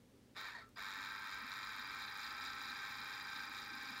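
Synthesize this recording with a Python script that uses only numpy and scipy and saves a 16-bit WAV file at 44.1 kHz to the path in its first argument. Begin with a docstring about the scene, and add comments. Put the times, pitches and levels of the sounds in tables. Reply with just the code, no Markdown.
"""A small carpeted room with low rumble and mains hum. An electric linear actuator on the floor is jogged
once, coasts to a stop with a chatter of loose gears, then runs on and pushes an air cylinder.
Its gears whine and rasp in a pattern that repeats with each turn of a wheel, while a slower stage
clacks tooth by tooth. Rasp and clacks ring the metal housing; ticks, rubs and scratches sit on top."""
import sys
import numpy as np
from scipy import signal
from scipy.fft import rfft, irfft
from scipy.io import wavfile
from scipy.ndimage import uniform_filter1d, map_coordinates

SR = 44100
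rng = np.random.default_rng(int(sys.argv[2]) if len(sys.argv) > 2 else 0)


def materialize(psi):
    """Save the field psi as 16-bit PCM at rate SR to the path in sys.argv[1].

    A 1-D psi becomes a single channel; in a 2-D psi each row is a channel.
    """
    bounded = np.clip(np.atleast_2d(psi).T, -1, 1)
    quanta = np.round(bounded * 32767).astype(np.int16)
    wavfile.write(sys.argv[1], SR, quanta)


N = 176400

# Motor cues. Each row: power on in seconds, power off in seconds, strength in dB.
MOTOR_RUNS = [(.351, .468, -2), (.757, 4.2, -0.5)]
# Gear mesh rate at full speed. Each row: time in seconds, rate in Hz.
MESH_PITCH = [(0.85, 1337), (2.48, 1328), (2.86, 1331), (3.9, 1327)]
# The load on the gears. Each row: time in seconds, gear noise level in dB, treble level in dB.
GEAR_LOAD = [(.4, -49, -51), (.85, -49.5, -53.5), (1.2, -49, -55.5), (1.55, -49, -54), (1.85, -49, -53.5),
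             (2.45, -49.5, -53), (2.9, -49.5, -53), (3.4, -49, -52.5), (3.5, -50.5, -52.5),
             (3.73, -51, -53.5), (3.8, -50.5, -53), (4, -50.5, -51.5)]
# The housing's broad resonances, then its finer peaks and dips. Each row: frequency in Hz, gain in dB.
HOUSING_EQ = [(290, -54), (500, -22.5), (726, -19), (803, -15), (1120, -7.5), (1290, -4.5), (1410, -5.5),
              (1580, 2), (1670, -7), (1880, -2.5), (2010, -13.5), (2390, -5.5), (2970, -27.5),
              (3190, -16.5), (3850, -7.5), (4440, -18), (4980, -9.5), (5510, -23), (5830, -23), (6090, -35),
              (7130, -23.5), (8120, -34), (10100, -33), (13600, -32.5), (15500, -36)]
HOUSING_FINE_EQ = [(600, -2), (1000, 1), (1350, 0), (1490, -1), (1560, -2), (1630, 1), (1780, 2),
                   (1855, -2), (1920, 0.5), (2050, -1.5), (2180, 4), (2350, -0.5), (2450, -3.5),
                   (2700, 2.5), (3000, 2), (3250, 1.5), (3450, -2.5), (3700, 3.5), (4100, -0.5), (4330, 2),
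                   (4560, 0), (4850, -1), (4980, -10), (5150, 1.5), (5450, -5.5), (5700, 8), (6100, -11),
                   (6450, 14), (6700, -0.5), (7300, 6), (7800, -2.5), (9000, 6.5), (10000, -5.5),
                   (12000, 2)]
# Whine partials. Each entry: cycles per wheel turn; in the second list, dB against the gear noise.
PARTIAL_ORDERS = [64, 65, 67, 70, 76, 80, 92, 96, 114, 132, 158, 178, 180, 240, 300]
PARTIAL_DB = [-24.5, -29, -23, -23, -23.5, -17.5, -19, -19, -22, -23, -21.5, -18.5, -16, -24, -33]
# A low pair of gear tones. Each entry: cycles per wheel turn; in the second list, balance in dB.
GROAN_PAIR = [60, 62]
GROAN_BALANCE = [-4.5, -.5]
# Fader rides for mesh tone, high singing tone, groan and rub. Each row: time in seconds, level in dB.
MESH_RIDE = [(.4, -65), (.95, -57.5), (1.16, -54.5), (1.22, -59), (1.4, -58), (1.62, -56), (1.88, -63),
             (1.95, -52), (1.99, -64), (2.04, -55), (2.09, -62), (2.25, -56.5), (2.5, -53.5), (2.57, -53.5),
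             (2.66, -54.5), (2.9, -60.5), (3.42, -57.5), (3.65, -62), (3.86, -67), (3.93, -64), (4, -74)]
SING_RIDE = [(.45, -57), (.88, -71), (.94, -72), (1.1, -58), (1.35, -56), (1.49, -65), (1.56, -58),
             (1.7, -69), (1.78, -65), (2.1, -58.5), (2.4, -59), (2.72, -58), (2.8, -53), (2.95, -58),
             (3.11, -60), (3.26, -58.5), (3.41, -53.5), (3.49, -69), (3.56, -66), (3.68, -56), (3.9, -58),
             (4, -64)]
GROAN_RIDE = [(.9, -75), (1.7, -74), (2.0, -65.5), (2.9, -64.5), (3.9, -64.5)]
RUB_RIDE = [(.4, -73), (1.0, -65), (1.6, -62), (2.3, -58), (3.2, -59), (3.9, -58.5)]
# Wheel faults. Each row: time of one tick in seconds, strength in dB, its own ring in Hz.
WHEEL_FAULTS = [(2.624, -4, 15480), (2.592, -10, 13950)]
# Metal rung by ticks, rubs and chatter. Each row: pitch in Hz, 60 dB decay in seconds, level in dB.
TICK_RING = [(10800, 0.011, -1), (12140, 0.01, -5), (12650, 0.0073, -2), (13850, 0.0067, 0),
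             (15470, 0.0067, -7)]
RUB_RING = [(2387, 0.023, 1.5), (4020, 0.041, -5), (4845, .03, -7), (5130, 0.025, -5.5), (5700, 0.015, -18)]
CHATTER_RING = [(990, 0.012, -10), (1336, 0.026, -5), (1840, 0.027, 1.5), (3880, 0.0088, -5),
                (4360, 0.0093, -2)]
# Loose gears. Each row: start in seconds, level in dB, decay in seconds, ring in Hz, ring level in dB.
RATTLES = [(0.369, -53, 0.027, 1830, -48.5), (0.445, -55.5, 0.013, 1320, -66),
           (.554, -51.5, 0.01, 1860, -51.5), (0.588, -57, 0.0095, 1870, -56),
           (0.62, -62, .008, 1333, -54.5), (.762, -68, .008, 4920, -60), (0.783, -62, 0.0092, 685, -62.5)]
# Slack taken up or released. Each row: start in seconds, level into the housing in dB.
SLACK_KNOCKS = [(.35, -28), (0.3658, -13), (.377, -12), (.388, -16), (0.761, -26), (.773, -16)]
# The gears catch. Each row: start in seconds, level in dB, decay in seconds.
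GEAR_CATCHES = [(0.371, -51.5, .008), (.396, -57, .006), (0.922, -59, 0.0052), (1.519, -47.5, .004),
                (1.63, -53, .005), (1.795, -55, .01), (2.025, -49, .008), (2.08, -51, 0.006),
                (2.195, -59, .005), (2.243, -52, .008), (2.439, -56, .005), (2.473, -52, .006),
                (2.667, -53, .004), (2.697, -48, .007), (3.014, -55, .006), (3.36, -50, 0.0087)]
# Tones of the slowing gears. Each row: peak time in seconds, pitch there in Hz, level in dB.
COAST_GLIDES = [(.463, 1853, -57), (.486, 2266, -58), (.532, 1790, -54), (.556, 968, -58), (.59, 699, -67),
                (.61, 2170, -63), (.677, 1240, -72)]
# Soft thuds under the whirr. Each row: peak time in seconds, level in dB.
LOW_THUDS = [(.99, -65.5), (1.44, -63), (1.8, -65), (2.45, -63.5), (2.72, -63.5), (3.01, -64), (3.74, -64),
             (3.92, -61)]
# Room tone. Each row: frequency in Hz, gain in dB.
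ROOM_TONE_EQ = [(15, -35), (25, -15), (37, -7.5), (122, -10), (136, -12), (148, -14.5), (233, -5.5),
                (289, -7.5), (340, -14.5), (389, -10.5), (433, -12.5), (537, -14), (648, -23.5),
                (4500, -31), (15500, -40.5)]
# Tone of the rasp and of the clacks. Each row: frequency in Hz, gain in dB.
RASP_EQ = [(500, -4), (900, 0), (2500, 0), (5000, -.5), (7000, -6), (14000, -.5)]
CLACK_EQ = [(500, -5), (1000, 1), (2500, -3), (5000, -2), (7000, 1.5), (9000, -1), (14000, -12)]

WHEEL_TEETH, CLACKS_PER_MESH = 100, .0734
SING_ORDER, SQUEAL_ORDER = 118.1, 362  # cycles per wheel turn


def actuator(t):
    """The motor drives the gear train; returns a noise stem and a tone stem."""
    speed, force = motor(t)
    mesh_hz = speed * (1 + .001187 * walk(6)) * np.interp(t, *np.array(MESH_PITCH).T)
    mesh = np.cumsum(mesh_hz) / SR
    turns, teeth = mesh / WHEEL_TEETH, mesh * CLACKS_PER_MESH
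    teeth -= np.interp(1.0372, t, teeth)  # a tooth lands at this second
    when, gear_db, treble_db = np.array(GEAR_LOAD).T
    gear_db, treble_db = np.interp(t, when, gear_db), np.interp(t, when, treble_db)
    drive = rasp(turns) + clacks(t, teeth, speed)
    body = housing(drive, brightness(t, turns, speed, treble_db - gear_db))
    whirr = undb(gear_db) * (body + thrum(t) + ticks(t, turns, speed)) + speed ** 2 * rub(t, turns)
    tones = force * speed ** 1.08 * whine(t, turns, gear_db)
    tones = band(tones, 723, 10500, order=6)  # the small housing hardly radiates low tones
    return force * whirr + chatter(t) + knocks() + scratches(t), tones + coasting(t)


def motor(t, spin_up_s=.011, coast_s=.225):
    """Speed 0-1 and strength: a quick spin-up; with power off, friction slows the motor evenly."""
    speed, force = 0, 0
    for on, off, db in MOTOR_RUNS:
        run = (1 - np.exp(-np.maximum(t - on, 0) / spin_up_s)) * np.clip(1 - (t - off) / coast_s, 0, 1)
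        speed, force = speed + run, force + undb(db) * run ** 1.37
    return speed, force


def rasp(turns):
    """Worn teeth grind: grain that repeats once, twice and five times a turn, over a scraping hiss."""
    grain = unit(undb(3) * worn(turns, 3000) + undb(-2) * worn(2 * turns, 1500)
                 + undb(-5.5) * worn(5 * turns, 600))
    grind = undb(-4.5) * grain + undb(-5.5) * rng.standard_normal(N)
    throb_db = .39 * walk(24.98) + .74 * np.sin(10 * np.pi * turns)
    return colour(grind * undb(throb_db), RASP_EQ)


def clacks(t, teeth, speed, jitter_s=.00007, spread_s=.003, fade_db_per_s=1.2):
    """Each slow tooth strikes, then scrapes; the strikes soften along the stroke."""
    times = wraps(teeth)
    timing, weight = 2 * rng.random((len(times), 2)).T - 1
    hits = clicks(times + jitter_s * timing, 1 + .45 * weight)
    hz = np.arange(N // 2 + 1) * SR / N
    lag_s = spread_s / (1 + hz / 7000)  # in the metal the highs travel ahead of the lows
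    strikes = irfft(rfft(hits) * np.exp(-2j * np.pi * np.cumsum(lag_s) * SR / N), N)
    scrape = unit(np.exp(-((teeth - .1) % 1) / .15) * rng.standard_normal(N))
    clacking = unit(unit(strikes) + undb(-4) * scrape) * speed ** 1.1
    return undb(-2.5 - fade_db_per_s * (t - 1)) * colour(clacking, CLACK_EQ)


def housing(drive, treble_gain):
    """Gear forces ring the metal shell; its treble rides on a separate fader."""
    body = colour(colour(drive, HOUSING_EQ), HOUSING_FINE_EQ)
    mid_rms = np.std(band(body, 800, 2350)[SR:])
    treble = signal.sosfiltfilt(signal.butter(2, 3000, 'high', fs=SR, output='sos'), body)
    return undb(-1.5) * (body - treble + treble * treble_gain) / mid_rms


def brightness(t, turns, speed, tilt_db, surge_db=1.5, flicker_db=1.1):
    """Treble gain: it surges with the load about every third turn and dulls as the motor slows."""
    surge = surge_db * np.cos(2 * np.pi * .331 * turns_since(2.45, t, turns)) * (t > MOTOR_RUNS[1][0])
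    return undb(tilt_db - np.mean(tilt_db) + flicker_db * walk(17) + surge) * speed ** .52


def whine(t, turns, gear_db):
    """Meshing teeth sing: a bed of partials, two tones swelling in turn and a growing groan."""
    bed = gear_tones(turns, PARTIAL_ORDERS, PARTIAL_DB, waver_db=2, wobble_rad=.2, throb=.3)
    mesh = gear_tones(turns, [WHEEL_TEETH], [0], waver_db=1.02, wobble_rad=.2)
    sing = gear_tones(turns, [SING_ORDER], [0], waver_db=1.5, wobble_rad=.47, throb=.3)
    groan = gear_tones(turns, GROAN_PAIR, GROAN_BALANCE, waver_db=-.4, wobble_rad=.11)
    return (undb(gear_db) * bed + fader(t, MESH_RIDE) * mesh
            + fader(t, SING_RIDE) * sing + fader(t, GROAN_RIDE) * groan)


def gear_tones(turns, orders, levels_db, waver_db, wobble_rad, throb=0):
    """Wavering sines locked to the wheel, with an optional throb five times a turn."""
    tones = sum(undb(db + waver_db * walk(7)) * sine(k * turns + rng.random(), wobble_rad * walk(25.19))
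                for k, db in zip(orders, levels_db))
    return (1 + throb * np.sin(10 * np.pi * turns)) * tones


def rub(t, turns, width_turns=.093, swing_hz=45):
    """The wheel rubs twice a turn; it runs out of true, so the squeal glides up and down in turn."""
    away = ((2 * turns_since(3.324, t, turns) + .5) % 1 - .5) / 2
    contact = swell(away, 0, width_turns)
    friction = worn(2 * turns, 1500) + undb(1.5) * rng.standard_normal(N)
    glide = np.cumsum(swing_hz * np.cos(2 * np.pi * turns_since(2.481, t, turns))) / SR
    squeal = sine(SQUEAL_ORDER * turns + glide, .5 * walk(60)) * undb(.3 + 2.3 * walk(20))
    return fader(t, RUB_RIDE) * (ring(contact * friction, RUB_RING) + contact * squeal)


def ticks(t, turns, speed, decay_turns=.045):
    """Each fault gives a thin metallic tick once a turn, over a sizzle of grit between the teeth."""
    blows, pings = 0, 0
    for at, db, hz in WHEEL_FAULTS:
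        gate = np.exp(-(turns_since(at, t, turns) % 1) / decay_turns)
        blow = gate * (worn(turns, 3000) + rng.standard_normal(N))
        blows += undb(db) * blow
        pings += ring(blow, [(hz, .012, 0)])
    grit = rng.standard_normal(N) * undb(2.8 * walk(300) + 2.2 * walk(24.7))
    metal = undb(-2.5) * ring(blows, TICK_RING) + undb(-7.5) * pings + undb(-3) * ring(grit, TICK_RING)
    return undb(-24.5 + .36 * (t - 2.5)) * speed ** 3 * metal


def chatter(t):
    """Loose gears rattle as the motor starts and coasts; each rattle leaves one resonance ringing."""
    envelope, rings = 0, 0
    for at, db, decay_s, ring_hz, ring_db in RATTLES:
        envelope += undb(db) * burst(t, at, decay_s)
        rings += undb(ring_db) * burst(t, at, decay_s=.008) * sine(ring_hz * (t - at))
    return envelope * ring(rng.standard_normal(N), CHATTER_RING) + rings


def knocks(rest_s=.692):
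    """Gear slack knocks on the housing; a light click marks the gears coming to rest."""
    at, db = np.array(SLACK_KNOCKS).T
    return colour(clicks(at, undb(db)), HOUSING_EQ) + band(clicks([rest_s], undb(-46)), 2500, 15000)


def scratches(t):
    """Brief bright scrapes where the gears catch."""
    envelope = sum(undb(db) * burst(t, at, decay_s) for at, db, decay_s in GEAR_CATCHES)
    return envelope * unit(band(rng.standard_normal(N), 3620, 4240, order=3))


def coasting(t, fall_per_s=4):
    """Gear tones swell and slide down as the motor slows."""
    tones = 0
    for at, hz, db in COAST_GLIDES:
        cycles = hz * np.exp(-fall_per_s * (t - at)) / fall_per_s
        tones += undb(db) * swell(t, at, width_s=.013) * sine(cycles, .55 * walk(150))
    return tones


def thrum(t):
    """A low, uneven thrum that builds along the stroke."""
    return undb(-22 + 2.2 * (t - 3.5) + 2.4 * walk(9)) * unit(band(rng.standard_normal(N), 220, 324))


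def thuds(t, hz=255):
    """Dull low swells of unsteady pitch."""
    envelope = sum(undb(db) * swell(t, at, width_s=.026) for at, db in LOW_THUDS)
    return envelope * sine(hz * t, 1.45 * walk(60))


def room(x, t, t60_s=.2, wet_db=-12.5):
    """Add the short, soft reflections of a carpeted room."""
    age = t[:SR // 2]
    tail = band(rng.standard_normal(len(age)), 120, 9000, order=1)
    tail *= undb(-60 * age / t60_s) * (age > .003)
    return x + undb(wet_db) * signal.fftconvolve(x, tail / np.sqrt(np.sum(tail ** 2)))[:N]


def room_tone(t, hum_hz=119.1):
    """A bed of low rumble, faint hiss and mains hum."""
    rumble = unit(colour(rng.standard_normal(N), ROOM_TONE_EQ))
    return undb(-66.5) * rumble + undb(-75.5) * sine(hum_hz * t)


def undb(db):
    """Decibels to gain."""
    return 10 ** (np.asarray(db) / 20)


def unit(x):
    """Scale to rms 1."""
    return x / np.sqrt(np.mean(x ** 2))


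def sine(cycles, phase=0):
    """A sine of rms 1."""
    return np.sqrt(2) * np.sin(2 * np.pi * cycles + phase)


def walk(rate_hz):
    """Smooth random drift of rms 1."""
    hold = max(int(SR / rate_hz), 2)
    return unit(uniform_filter1d(np.repeat(rng.standard_normal(N // hold + 1), hold), hold)[:N])


def worn(turns, bumps):
    """The random roughness of a wheel, met again on every turn."""
    surface = rng.standard_normal(bumps) * undb(2 * rng.standard_normal(bumps))
    return unit(map_coordinates(surface, [turns % 1 * bumps], order=3, mode='grid-wrap'))


def turns_since(at, t, turns):
    """Wheel turns counted from a cue in seconds."""
    return turns - np.interp(at, t, turns)


def wraps(cycles):
    """Times at which a cycle count passes a whole number."""
    return np.interp(np.arange(np.ceil(cycles[0]), cycles[-1]), cycles, np.arange(N) / SR)


def fader(t, points):
    """Gain from points in seconds and dB."""
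    return undb(np.interp(t, *np.array(points).T))


def burst(t, at, decay_s, attack_s=.005):
    """A quick rise and a tail whose power falls by 1/e in decay_s."""
    return np.clip((t - at) / attack_s + 1, 0, 1) * np.exp(-np.maximum(t - at, 0) / (2 * decay_s))


def swell(t, at, width_s):
    """A bell-shaped rise and fall."""
    return np.exp(-.5 * ((t - at) / width_s) ** 2)


def clicks(times, sizes):
    """Sharp pulses placed between the samples."""
    out, at = np.zeros(N), np.asarray(times) * SR
    for k in np.arange(-7, 9):
        i = at.astype(int) + k
        np.add.at(out, np.clip(i, 0, N - 1), sizes * np.sinc(i - at) * np.sinc((i - at) / 8) * (i < N))
    return out


def ring(x, modes):
    """Drive damped resonances; rms 1."""
    age = np.arange(SR // 10) / SR
    response = sum(undb(db - 60 * age / t60) * np.sin(2 * np.pi * hz * age) for hz, t60, db in modes)
    return unit(signal.fftconvolve(x, response)[:N])


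def colour(x, points, size=4096):
    """Minimum-phase EQ through points in Hz and dB."""
    hz, db = np.array(points).T
    bins_hz = np.maximum(np.arange(size // 2 + 1) * SR / size, 1)
    cepstrum = irfft(np.log(undb(np.interp(np.log(bins_hz), np.log(hz), db))))
    cepstrum[1:size // 2] *= 2
    cepstrum[size // 2 + 1:] = 0
    return signal.fftconvolve(x, irfft(np.exp(rfft(cepstrum))))[:N]


def band(x, lo_hz, hi_hz, order=2):
    """Band-pass."""
    return signal.sosfilt(signal.butter(order, [lo_hz, hi_hz], 'band', fs=SR, output='sos'), x)


def scene():
    """The actuator over room tone; only its noise stem feeds the reverb."""
    t = np.arange(N) / SR
    noise, tones = actuator(t)
    bed = room_tone(t)
    return (room(noise, t) + tones + thuds(t) + bed)[None]


def record(dry):
    """Cut the deepest bass and the very top."""
    dry = signal.sosfilt(signal.butter(6, 39, 'high', fs=SR, output='sos'), dry)
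    return signal.sosfilt(signal.ellip(10, .2, 70, 15750, fs=SR, output='sos'), dry)


dry = scene()
out = record(dry)
materialize(out)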